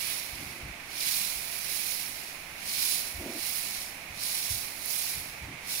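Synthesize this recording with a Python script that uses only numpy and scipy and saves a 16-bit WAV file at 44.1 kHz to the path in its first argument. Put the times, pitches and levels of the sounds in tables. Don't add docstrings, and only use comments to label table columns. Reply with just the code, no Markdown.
import sys
import numpy as np
from scipy import signal
from scipy.fft import rfft, irfft
from scipy.io import wavfile
from scipy.ndimage import uniform_filter1d

SR = 44100
rng = np.random.default_rng(int(sys.argv[2]) if len(sys.argv) > 2 else 0)


def persist_wave(psi):
    counts = np.round(np.clip(psi, -1, 1) * 32767).astype(np.int16)
    wavfile.write(sys.argv[1], SR, np.atleast_2d(counts).T)


N = 255780
TIME_S, FREQS_HZ = np.arange(N) / SR, np.fft.rfftfreq(N, 1 / SR)


def gain_of(db):
    return 10 ** (np.asarray(db) / 20)


def unit_rms(x):
    return x / np.sqrt(np.mean(x ** 2) + 1e-20)


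def curve(points, hz=FREQS_HZ):
    knots_hz, values = np.transpose(points)
    return np.interp(np.log(hz + 1), np.log(knots_hz + 1), values)


def filtered(x, gain):
    return irfft(rfft(x) * gain, N)


def lowpass(hz, order):
    return 1 / np.sqrt(1 + (FREQS_HZ / hz) ** (2 * order))


def highpass(hz, order):
    return 1 - lowpass(hz, order) ** 2


def wander(rate_hz):
    return unit_rms(filtered(rng.standard_normal(N), lowpass(rate_hz, order=2)))


def shed(level_db=-48, right_hiss_db=-8.5, drift_db=0.43):
    # frequency in Hz, spectral density in dB.
    rush_spectrum = [(25, -0.5), (70, -4.5), (150, -1), (300, -4.0), (450, -8.5), (700, -4), (1200, -7),
                     (2400, -9), (3500, -10.5), (6000, -11.5), (10000, -15.5), (15000, -20.5)]
    # frequency in Hz, left-right correlation.
    correlation = [(60, 0.79), (160, 0.99), (380, 0.85), (950, 0.33), (2300, 0.014)]
    left, independent = rng.standard_normal((2, N))
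    common = curve(correlation)
    right = filtered(left, common) + filtered(independent, np.sqrt(1 - common ** 2))
    right = filtered(right, gain_of(right_hiss_db * highpass(3800, order=4)))
    air = filtered(np.array([left, right]), gain_of(curve(rush_spectrum)))
    return air / air[0].std() * gain_of(level_db + drift_db * wander(14.0))


def machine_hum(pitch_hz=74, level_db=-68.5, waver_hz=1.26):
    hz = pitch_hz + waver_hz * wander(3.1)
    return gain_of(level_db) * unit_rms(np.sin(2 * np.pi * np.cumsum(hz) / SR))


def head_sweeps(range_db=20, shove_db=2.5, shove_s=.04, thinning_db_per_s=1.5, floor_db=-75):
    # full swing at s, swell in s, hold in s, settle in s, level in dB, left minus right in dB,
    # stalk body in dB, crush of thick stalks in dB. Swell and settle each cross range_db.
    sweeps = [(0.023, 0.31, .11, 0.38, -35, -10, 0, 5.5), (0.41, 0.33, 0.068, 0.43, -47, -5.5, 0.5, 5.5),
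              (1.008, 0.13, .02, .30, -34.5, -7, 3, 3), (1.077, 0.17, 0.094, 0.64, -31, -9, -2, 4),
              (1.53, .15, 0.11, 0.68, -40.5, -12, -2, 4), (1.733, .25, 0.18, .60, -34.5, -11, -0.9, 2.5),
              (2.24, .18, .05, 0.091, -48, 2, 5, 8), (2.69, 0.13, 0.06, 0.29, -35.5, -5, 0, 4),
              (2.827, .20, 0.098, .30, -29.5, -8.5, -1.5, 1.5),
              (3.466, 0.29, 0.11, 0.45, -34.5, -10.8, -2.5, 1.5),
              (3.693, 0.44, 0.13, 0.18, -40, -3, 2.5, 2), (4.234, 0.11, 0.16, 0.44, -33.5, -6.5, 1, -2),
              (4.51, .22, .04, 0.32, -34.5, -10, -2, -1), (4.90, 0.18, .06, 0.28, -34, -12, -4.5, -0.5),
              (5.012, .22, .10, 0.3, -35, -5, 0, 0.5), (5.706, 0.083, .10, .40, -34, -6.5, 0.5, -0.5)]
    power, traits = 1e-20, 0
    for at_s, swell_s, hold_s, settle_s, level_db, pan_db, body_db, crush_db in sweeps:
        age_s = TIME_S - at_s
        fade = np.maximum(-age_s, 0) / swell_s + np.maximum(age_s - hold_s, 0) / settle_s
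        share = gain_of(level_db - range_db * fade) ** 2
        shove = .5 - .5 * np.tanh(age_s / shove_s + .5)
        fullness_db = body_db + shove_db * shove - thinning_db_per_s * np.maximum(age_s, 0)
        traits = traits + share * np.array(np.broadcast_arrays(pan_db, fullness_db, crush_db))
        power = power + share
    effort_db = 10 * np.log10(power + gain_of(floor_db) ** 2)
    return effort_db, *(traits / power)


def stalk_snaps(effort_db, rate_per_s=9000, ring_s=0.00022, ref_hz=7000, sizes=24):
    chance = rate_per_s / sizes / SR * gain_of(.35 * (effort_db - effort_db.max()))
    t, out = np.arange(128) / SR, np.zeros((2, N))
    for hz in np.geomspace(2000, 15000, sizes):
        draw = rng.uniform(-1, 1, N)
        clicks = np.sign(draw) * (abs(draw) < chance * hz / ref_hz)
        ring = np.sin(2 * np.pi * hz * t) * np.exp(-t / (ring_s * np.sqrt(ref_hz / hz)))
        crackle = signal.oaconvolve(clicks, unit_rms(ring))[:N]
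        for channel in out:
            channel += np.roll(crackle, rng.integers(0, 40))
    return unit_rms(out / np.sqrt(chance))


def low_shelf(x, hz, db):
    return x + filtered(x, lowpass(hz, order=3) ** 2) * (gain_of(db) - 1)


def straw(trim_db=-4.0, slide_db=2.0, clump_db=-0.68, tuft_db=1.0, body_hz=7200, crush_hz=3000):
    # frequency in Hz, spectral density in dB.
    straw_spectrum = [(300, -53), (1200, -15.5), (2200, -15.5), (3000, -7.5), (3700, -4.5), (5000, -1.5),
                      (6500, -4.5), (9000, -3), (11000, -2.5), (13500, -6.5), (16000, -6)]
    effort_db, pan_db, body_db, crush_db = head_sweeps()
    rustle = stalk_snaps(effort_db) + gain_of(slide_db) * rng.standard_normal((2, N))
    spectra = signal.stft(rustle, nperseg=512)[2]
    tufts = uniform_filter1d(rng.standard_normal(spectra.shape[1:]), size=4, axis=0)
    tufts = unit_rms(uniform_filter1d(tufts, size=6, axis=1))
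    rustle = signal.istft(spectra * gain_of(tuft_db * tufts), nperseg=512)[1][:, :N]
    rustle = unit_rms(filtered(rustle, gain_of(curve(straw_spectrum))))
    rustle = low_shelf(rustle, body_hz, body_db) * gain_of(-body_db / 2)
    rustle = low_shelf(rustle, crush_hz, crush_db)
    place_db = np.array([[.85], [-.15]]) * (pan_db + 9.0)
    return rustle * gain_of(trim_db + effort_db + place_db + clump_db * wander(45))


def hoof_scuffs(judder_db=2.0, low_edge_ratio=0.3):
    # start in s, length in s, level in dB, upper edge in Hz.
    drags = [(.31, 0.23, -48.5, 320), (0.49, 0.25, -51.5, 480), (3.163, 0.25, -42, 650),
             (5.114, 0.21, -53, 278), (5.42, 0.15, -49, 318)]
    # frequency in Hz, spectral density in dB.
    bedding_spectrum = [(30, -10), (90, 9.5), (190, -1.5), (270, 1), (350, 2), (460, -13), (680, -4),
                        (950, -13)]
    bedding, out = gain_of(curve(bedding_spectrum)), np.zeros(N)
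    for start_s, length_s, level_db, edge_hz in drags:
        stroke = np.sin(np.pi * np.clip((TIME_S - start_s) / length_s, 0, 1))
        slips = rng.standard_normal(N) * gain_of(judder_db * wander(47))
        band = lowpass(edge_hz, order=4) * highpass(low_edge_ratio * edge_hz, order=2)
        out += gain_of(level_db) * stroke * unit_rms(filtered(slips, bedding * band))
    return out


def hoof_thuds(rise_s=0.021, decay_s=0.049, shudder_hz=150):
    # start in s, level in dB, pitch in Hz, shudder relative to the blow in dB.
    steps = [(0.319, -43, 65, -9), (0.451, -47.5, 54.7, -4), (0.623, -37.5, 65, -10),
             (0.681, -42, 49.4, -19), (1.35, -47.5, 60, -12), (3.138, -39, 73, -9),
             (3.179, -36.5, 79.5, -13), (4.094, -48, 80.4, -4), (4.501, -32, 89, -14.5),
             (4.533, -44, 106, -19.5), (5.15, -46, 65.5, -3.5), (5.409, -40.5, 68.6, -3.5),
             (5.452, -48, 96, -4)]
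    ground = lowpass(shudder_hz, order=4) * highpass(28, order=2)
    out = np.zeros(N)
    for start_s, level_db, pitch_hz, shudder_db in steps:
        t = np.maximum(TIME_S - start_s, 0)
        cycles = pitch_hz * t
        blow = np.sin(2 * np.pi * cycles) * cycles ** 3 * np.exp(3 * (1 - cycles))
        shudder = unit_rms(filtered(rng.standard_normal(N), ground))
        envelope = 2 * (1 - np.exp(-t / rise_s)) * np.exp(-t / decay_s)
        out += gain_of(level_db) * (blow + gain_of(shudder_db) * shudder * envelope)
    return out


def stalk_breaks(decay_s=.0004, width_hz=3000, left_db=-8):
    # start in s, level in dB, pitch in Hz.
    breaks = [(1.070, -30, 11000), (4.860, -23.5, 12200)]
    out, t = np.zeros(N), np.arange(256) / SR
    for start_s, level_db, pitch_hz in breaks:
        splinters = np.zeros(N)
        splinters[round(start_s * SR):][:len(t)] = rng.standard_normal(len(t)) * np.exp(-t / decay_s)
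        tick = filtered(splinters, np.exp(-((FREQS_HZ - pitch_hz) / width_hz) ** 2))
        out += gain_of(level_db) * tick / abs(tick).max()
    return out * gain_of([[left_db], [0]])


def walls(x):
    # frequency in Hz, 60 dB decay time in s.
    decay_times = [(200, 0.38), (2000, 0.39), (6000, 1), (15000, 0.06)]
    taps = rng.standard_normal((2, SR // 2)) * (rng.random((2, SR // 2)) < .06)
    taps[:, :SR // 100] = 0
    hz, t, spectra = signal.stft(taps, SR, nperseg=256)
    decay = gain_of(-60 * t / curve(decay_times, hz)[:, None])
    tail = signal.istft(spectra * decay, SR, nperseg=256)[1]
    return signal.fftconvolve(x, tail / np.linalg.norm(tail[0]), axes=1)[:, :N]


def scene(wet_db=-17):
    calves = straw() + stalk_breaks()
    calves += (hoof_thuds() + hoof_scuffs()) * gain_of([[.8], [-.8]])
    return calves + gain_of(wet_db) * walls(calves) + shed() + machine_hum()


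def record(dry, left_rolloff_hz=14700, band_limit_hz=15800):
    # centre in Hz, width in Hz, boost in dB.
    resonances = [(670, 450, 3.5), (2282, 1143, 16.5), (4220, 1610, 8.5), (5555, 800, 6.5), (6720, 930, 5),
                  (9290, 1200, 6), (10580, 1290, 9.5), (12480, 1820, 9.5), (15080, 1700, 12)]
    port_db = sum(db / (1 + (2 * (FREQS_HZ - hz) / width_hz) ** 2) for hz, width_hz, db in resonances)
    port_db *= highpass(390, order=2)
    left = filtered(dry[0], lowpass(left_rolloff_hz, order=16))
    right = filtered(dry[1], gain_of(port_db))
    band_limit = signal.firwin(511, band_limit_hz, window=("kaiser", 9), fs=SR)
    return signal.oaconvolve(np.array([left, right]), band_limit[None], "same")


dry = scene()
out = record(dry)
persist_wave(out)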